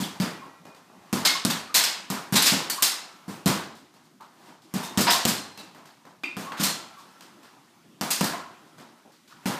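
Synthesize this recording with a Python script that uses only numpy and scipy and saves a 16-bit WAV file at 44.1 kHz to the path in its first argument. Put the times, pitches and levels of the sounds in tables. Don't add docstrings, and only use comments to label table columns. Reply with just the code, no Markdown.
import sys
import numpy as np
from scipy import signal
from scipy.fft import rfft, irfft
from scipy.io import wavfile
from scipy.ndimage import uniform_filter1d

SR = 44100
rng = np.random.default_rng(int(sys.argv[2]) if len(sys.argv) > 2 else 0)


def transcribe(u):
    v = np.clip(np.atleast_2d(u).T, -1, 1)
    q = np.round(v * 32767).astype(np.int16)
    wavfile.write(sys.argv[1], SR, q)


def rack_gain(trim_db):
    fader = np.asarray(trim_db, float)
    return 10 ** (fader / 20)


N = 422919
SIZE = 2 ** 15
HZ, T = np.fft.rfftfreq(SIZE, 1 / SR), np.arange(SIZE) / SR

# pitch_hz, level_db
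MIC = [(25, -26), (50, -21), (100, -0.5), (170, 12), (480, 0.5), (1000, 3.5), (2300, 1.5), (4900, 6.5),
       (5800, 3), (8500, 3), (10500, -2), (13000, 1), (15200, -6.5), (15600, -37.5)]
# pitch_hz, t60_s
WALLS = [(100, 0.17), (300, 0.59), (1000, 0.67), (3000, 0.54), (7000, 0.44), (14000, 0.28)]
# pitch_hz, density_db (per Hz)
AIR = [(24, -82.5), (40, -53), (64, -36), (85, -19), (118, -16.5), (176, -0.5), (363, -5.5), (433, -20),
       (810, -18), (2150, -23.5), (4130, -23.5), (5870, -23.5), (14800, -33), (16000, -55.5)]
# time_s, rustle_db (over the still room)
MOVE = [(0, 41), (.45, 25), (.77, 13.5), (1.1, 25), (3.0, 30), (3.8, 14.5), (4.25, 7), (4.45, 28), (4.6, 1),
        (4.8, 38), (5.6, 22.5), (6.28, 10), (6.9, 28), (7.5, 20.5), (7.95, 16.5), (8.57, 23.5), (9.3, 13.5),
        (9.59, 42)]
# start_s, pitch_hz, level_db
SING = [
    (.2, 1351, -56),
    (.2, 1930, -56),
    (.2, 2420, -56),
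    (.65, 2460, -63),
    (1.75, 2200, -47),
    (2.83, 1340, -53),
    (2.83, 2218, -55),
    (5.29, 4160, -49),
    (6.64, 1344, -50),
    (8.22, 1330, -55),
]
# start_s, pitch_hz, level_db
CLINK = [(1.26, 2148, -26), (4.83, 3650, -44), (4.83, 918, -40), (5.08, 2920, -35), (5.58, 2660, -50.5),
         (6.236, 2250, -45), (6.236, 2090, -41), (6.236, 2440, -32.5), (6.237, 2680, -38.5),
         (6.236, 3060, -54), (6.236, 3660, -48), (6.236, 4700, -51), (6.235, 317, -47), (5.58, 3940, -53),
         (5.58, 5950, -60), (6.64, 4240, -33.5), (6.799, 1100, -59), (4.46, 934, -56), (8.327, 1028, -43)]
# start_s, pitch_hz, level_db
JANGLE = [(0.031, 3290, -38.5), (.202, 4760, -40.5), (1.254, 4380, -24.5), (1.5, 3630, -34),
          (1.746, 4200, -24), (1.84, 5210, -32.5), (2.161, 1316, -35.5), (2.359, 3940, -24),
          (2.46, 4080, -30), (2.701, 4470, -34), (4.2, 1104, -45.5), (5.081, 5080, -27), (5.58, 4150, -53),
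          (6.235, 2440, -37), (8.02, 1000, -38), (9.31, 1384, -50.5), (9.049, 594, -52)]
# start_s, body_db, scuff_db, slide_spread_s
SHOES = [(0.4312, -41.5, -57.5, 0.035), (0.6527, -38, -51, 0.0033), (0.747, -46.5, -51.5, 0.0042),
         (0.899, -43.5, -69, 0.0034), (3.751, -66, -48.5, .011), (3.9397, -49.5, -55.5, 0.0097),
         (4.0367, -60, -58.5, .015), (4.2077, -44.5, -51.5, 0.0045), (4.4594, -43, -50, 0.034),
         (4.6194, -71, -53, .0077), (5.5742, -38, -39.5, 0.0053), (5.7471, -40.5, -51, 0.0067),
         (5.8544, -48.5, -49, .0063), (6.052, -42, -54, 0.0033), (6.9816, -70, -48.5, .012),
         (7.208, -48, -45, 0.0033), (7.4297, -46, -50, 0.01), (8.7815, -40, -47.5, .012),
         (9.1196, -75, -54.5, .011), (9.2759, -54, -49, .036)]
# middle_s, pitch_hz, level_db, length_s
SQUEAK = [(0.439, 1076, -40.5, 0.042), (1.365, 1086, -28.5, 0.03), (1.715, 1220, -40.5, 0.048),
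          (2.795, 1096, -32, 0.036), (5.091, 947, -20, 0.045), (5.098, 696, -23, 0.036),
          (5.164, 1070, -27.5, 0.042), (6.496, 1097, -37, 0.085), (7.002, 1106, -48, 0.074),
          (8.351, 1058, -33, .04), (8.35, 694, -31, 0.029), (8.44, 1390, -47, .04), (4.676, 315, -55, 0.06)]
# start_s, body_db, clatter_db, sizzle_db, rattle_spread_s
CHAIN = [(0.218, -27, -31.5, -32, 0.0069), (1.2498, -19, -12, -12, 0.0072),
         (1.498, -24.5, -24, -20, 0.0068), (1.7424, -19, -11, -7, 0.014), (1.8377, -26, -17, -17.5, .004),
         (2.3549, -17.5, -13, -10.5, 0.0083), (2.4205, -26, -17, -11.5, .006),
         (2.4558, -19, -11.5, -10, 0.013), (2.6981, -27, -27.5, -16, 0.0038),
         (2.823, -22, -13.5, -7, .0043), (3.4764, -27, -24, -21, .0022), (4.8274, -38, -35.5, -29.5, 0.014),
         (5.006, -45, -20.5, -17, 0.0077), (5.0661, -13, -16, -32, 0.014),
         (5.1014, -33, -16.5, -12.5, 0.0086), (5.1311, -54, -18, -18.5, 0.0015),
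         (5.2756, -26, -21, -14, 0.0094), (6.235, -34.5, -36.5, -41.5, 0.0014),
         (6.52, -27.5, -40.5, -46, 0.0017), (6.5696, -31, -32, -35.5, 0.022),
         (6.6305, -27, -18.5, -12, 0.0092), (8.1044, -28.5, -19.5, -12.5, 0.0078),
         (8.2401, -42, -27.5, -21, .004), (8.3232, -28.5, -39, -47, 0.0012)]
# pitch_hz, level_db, t60_s
LINKS = [(1150, -5, .015), (2150, -3, .015), (2850, -3, .015), (3600, 0, .012), (4300, 0, .012),
         (5000, 0, .012), (6500, -1, .012), (7400, -1, .012), (9200, -1, .012), (12000, -2, .012)]
# centre_hz, width_hz
CHAIN_HZ = [(450, 400), (1400, 1300), (3900, 3500), (10000, 8000)]
# start_s, thud_db, body_db, slap_db, crack_db (over the slap; flat hits crack, glancing do not)
PUNCH = [(.001, -28, -37, -31, -3), (.2, -22.5, -30.5, -35, 7), (1.1275, -22.5, -26.5, -29.5, 9.5),
         (1.4495, -21.5, -30.5, -27, 14.5), (2.1009, -29.5, -29.5, -31, 8.5), (2.324, -21, -26.5, -24.5, 2),
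         (2.5204, -25, -25.5, -30, 5), (3.2799, -33, -36.5, -45, 2), (3.4587, -17, -22, -25, 6.5),
         (4.7387, -27.5, -30, -33.5, 5.5), (4.974, -18.5, -23, -22.5, 4.5), (5.252, -20, -28, -27.5, 17.5),
         (6.3671, -32, -31.5, -41.5, 7.5), (6.5982, -25, -27, -26.5, 0), (8.0107, -30, -27, -32.5, 11),
         (8.2087, -22.5, -24.5, -29.5, 12.5), (9.4569, -24.5, -26.5, -31.5, 5.5)]
# pitch_hz, level_db, t60_s
BAG = [(97.6, -20.5, 0.85), (146.4, -13, 0.16), (197.8, -3.5, 0.22), (233.8, -7, 0.25), (269.2, -9.5, 0.38),
       (308, -12.5, .2)]
# centre_hz, width_hz
PUNCH_HZ = [(200, 230), (900, 1000), (3500, 4000), (10000, 8000)]


def unit(x):
    return x / np.sqrt(np.mean(x ** 2, axis=-1, keepdims=True) + 1e-20)


def along(points, hz):
    f, v = np.transpose(points)
    return np.interp(np.log(hz + 1), np.log(f + 1), v)


def causal(db):
    cepstrum = irfft(db * np.log(10) / 20)
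    cepstrum[..., 1:SIZE // 2] *= 2
    cepstrum[..., SIZE // 2 + 1:] = 0
    return np.exp(rfft(cepstrum))


def colour(levels, bands, bass_db):
    centre, width = np.transpose(bands)
    doubled = [0, 0, 1, 2, 3]
    density = np.transpose(levels)[:, doubled] - 10 * np.log10(width[doubled] / 1000)
    density = density + [bass_db, 0, 0, 0, 0]
    points_hz = np.r_[centre[0] / 4, centre]
    return causal(np.array([along(np.c_[points_hz, d], HZ) for d in density]))


def contacts(spread, spiky_db, lead):
    u = T[:SIZE // 4] / np.clip(spread, .0003, .02)
    spikes = rack_gain(spiky_db * np.minimum(rng.exponential(size=u.shape), 3))
    impacts = spikes * rng.standard_normal(u.shape)
    return rfft(unit(impacts * (u + lead) * np.exp(-u)), SIZE) / np.sqrt(SIZE / 4)


def rings(modes, count, scatter_db, detune):
    out = np.zeros((count, len(HZ)), complex)
    step = np.exp(-2j * np.pi * HZ / SR)
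    for hz, db, t60 in modes:
        luck = rng.standard_normal((count, 2))
        pitch_hz = hz * (1 + detune * luck[:, :1])
        pole = np.exp(2j * np.pi * pitch_hz / SR - np.log(1000) / (t60 * SR))
        resonance = pole.imag * step / ((1 - pole * step) * (1 - pole.conj() * step))
        out += rack_gain(db + scatter_db * luck[:, 1:]) * resonance
    return out


def garage(build, wet_db, gap=0.011, clump_db=-1.5):
    hz, t, z = signal.stft(rng.standard_normal((len(build), SIZE)), SR, nperseg=256)
    lumps = clump_db * rng.standard_normal((len(build), 9, len(t)))
    lumps = lumps.repeat(15, axis=1)[:, :len(hz)]
    decay_db = 60 * t / along(WALLS, hz)[:, None]
    tail = signal.istft(z * rack_gain(lumps - decay_db), SR, nperseg=256)[1][:, :SIZE]
    late = np.clip(T - gap, 0, None) / np.clip(build, .0003, .2)
    return rack_gain(wet_db) * rfft(unit(tail * (1 - np.exp(-late)))) / np.sqrt(SIZE)


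def place(rows, spectra):
    out = np.zeros(N + SIZE)
    fade = np.clip((T[-1] - T) / .2, 0, 1)
    for s, sound in zip(rows[:, 0], irfft(spectra, SIZE)):
        out[round(s * SR):][:SIZE] += sound * fade
    return out[:N]


def stir():
    hz, t, z = signal.stft(rng.standard_normal(N), SR, nperseg=512)
    field = uniform_filter1d(rng.standard_normal(z.shape), 5, axis=0)
    field = uniform_filter1d(field, 9, axis=1)
    move_db = np.interp(t, *np.transpose(MOVE))
    s, _, body_db, *_ = np.transpose(PUNCH)
    # dB per dB of movement, time to the sway's peak (s), sway over blow's body, still room
    ranges = [(0.32, 0.079, 43.5, 5.5), (0.98, 0.059, 68.5, 5), (0.53, 0.041, 63, 5.5)]
    swell = []
    for grows, peak_s, sway_db, still_db in ranges:
        u = np.clip(t[:, None] - s, 0, None) / peak_s
        sway = u * np.exp(1 - u) @ rack_gain(body_db + sway_db)
        power = rack_gain(2 * still_db) + rack_gain(2 * grows * move_db) + sway ** 2
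        swell.append(10 * np.log10(power))
    gain_db = np.array([along(np.c_[[220, 1000, 6000], col], hz) for col in np.transpose(swell)]).T
    air_db = along(AIR, hz) - along(MIC, hz)
    patchy_db = np.clip(3.2 - hz / 1500, .8, 9)
    gain_db = gain_db + air_db[:, None] + patchy_db[:, None] * field / field.std()
    return rack_gain(-48.0) * signal.istft(z * rack_gain(gain_db), SR, nperseg=512)[1][:N]


def shoes():
    rows = np.array(SHOES)
    body_db, scuff_db = rows.T[1:3]
    spread = rows[:, 3:]
    scuff = contacts(spread, spiky_db=4.5, lead=0.97) + garage(0.45 * spread, wet_db=3.0)
    levels = [body_db - 9.5, body_db, scuff_db, scuff_db - 2]
    return place(rows, rack_gain(29.5) * scuff * colour(levels, PUNCH_HZ, bass_db=-5.5))


def squeaks():
    rows = np.array(SQUEAK)
    pitch_hz, level_db, length = rows[:, 1:2], rows[:, 2:3], rows[:, 3:]
    waver = unit(uniform_filter1d(rng.standard_normal((len(rows), SIZE)), 120, axis=1))
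    glide = np.tanh(T / length - .4)
    phase = 2 * np.pi * np.cumsum(pitch_hz * (1 + 0.046 * waver + 0.021 * glide), axis=1) / SR
    u = 4 * T / length
    tone = rack_gain(level_db + 7) * u * np.exp(-u) * (np.sin(phase) + 0.089 * np.sin(2 * phase))
    return place(rows - length / 2, rfft(tone) * (1 + garage(length / 10, wet_db=-9)))


def beam():
    out, t = np.zeros(N + SR), np.arange(SR) / SR
    # table, width of a partial (Hz), t60 at 1 kHz (s), how t60 shortens with pitch (power)
    kinds = [(SING, 30, 2.5, .7), (CLINK, 150, .5, .15), (JANGLE, 800, .33, .05)]
    for table, blur_hz, ring_s, falls in kinds:
        for s, hz, db in table:
            t60 = ring_s * (1000 / hz) ** falls
            knots = rng.standard_normal((2, 1200))
            wander = np.interp(blur_hz * t, np.arange(1200), knots[0] + 1j * knots[1])
            beat = 14 / blur_hz + wander
            level = rack_gain(db - 60 * t / t60) * (1 - np.exp(-t / 0.0033)) * (1 - t ** 4)
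            out[round(s * SR):][:SR] += level * (beat * np.exp(2j * np.pi * hz * t)).imag
    return out[:N]


def chain():
    rows = np.array(CHAIN)
    body_db, clatter_db, sizzle_db = rows.T[1:4]
    spread = rows[:, 4:]
    knocks = contacts(spread, spiky_db=4.5, lead=0.19) + garage(0.93 * spread, wet_db=2, gap=0.0029)
    steel = 1 + rack_gain(-39) * rings(LINKS, len(rows), scatter_db=3.0, detune=0.071)
    levels = [body_db - 11.5, body_db, clatter_db, sizzle_db]
    return place(rows, rack_gain(29.0) * knocks * steel * colour(levels, CHAIN_HZ, bass_db=-12.0))


def punches():
    rows = np.array(PUNCH)
    thud_db, body_db, slap_db = rows.T[1:4]
    touch = np.full((len(rows), 1), .0005)
    bright = 1j * HZ / (600 + 1j * HZ)
    bounce = 1 + 1.03 * np.exp(-2j * np.pi * HZ * 0.0041) / (1 + 1j * HZ / 8000)
    snap = contacts(touch, spiky_db=6.5, lead=.6) - rack_gain(-17.0)
    crack = rack_gain(rows[:, 4:] - 4.5) * bright * bounce * snap
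    slap = crack - rack_gain(-13.0) + garage(8 * touch, wet_db=10, gap=0.0014)
    boom = -rack_gain(rows[:, 1:2] - 13.5) * rings(BAG, len(rows), scatter_db=0.9, detune=0.017)
    levels = [thud_db - 3, body_db, slap_db, slap_db + 3.4]
    sound = rack_gain(25) * slap * colour(levels, PUNCH_HZ, bass_db=0.0)
    sound = sound + boom * (2.5 + garage(touch, wet_db=-10.5))
    return place(rows + .0006, sound)


def scene():
    return (stir() + shoes() + squeaks() + beam() + chain() + punches())[None]


def top_cut(x):
    return signal.sosfilt(signal.butter(12, 16490, fs=SR, output="sos"), x)


def record(dry):
    microphone = irfft(causal(along(MIC, HZ)))[None, :4096]
    x = signal.fftconvolve(dry, microphone, axes=1)[:, :N]
    x = x / (1 + np.abs(x / .6) ** 6) ** (1 / 6)
    band_limit = irfft(causal(-15.5 * (HZ > 15500)))[None, :512]
    x = signal.fftconvolve(x, band_limit, axes=1)[:, :N]
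    return top_cut(x)


dry = scene()
out = record(dry)
transcribe(out)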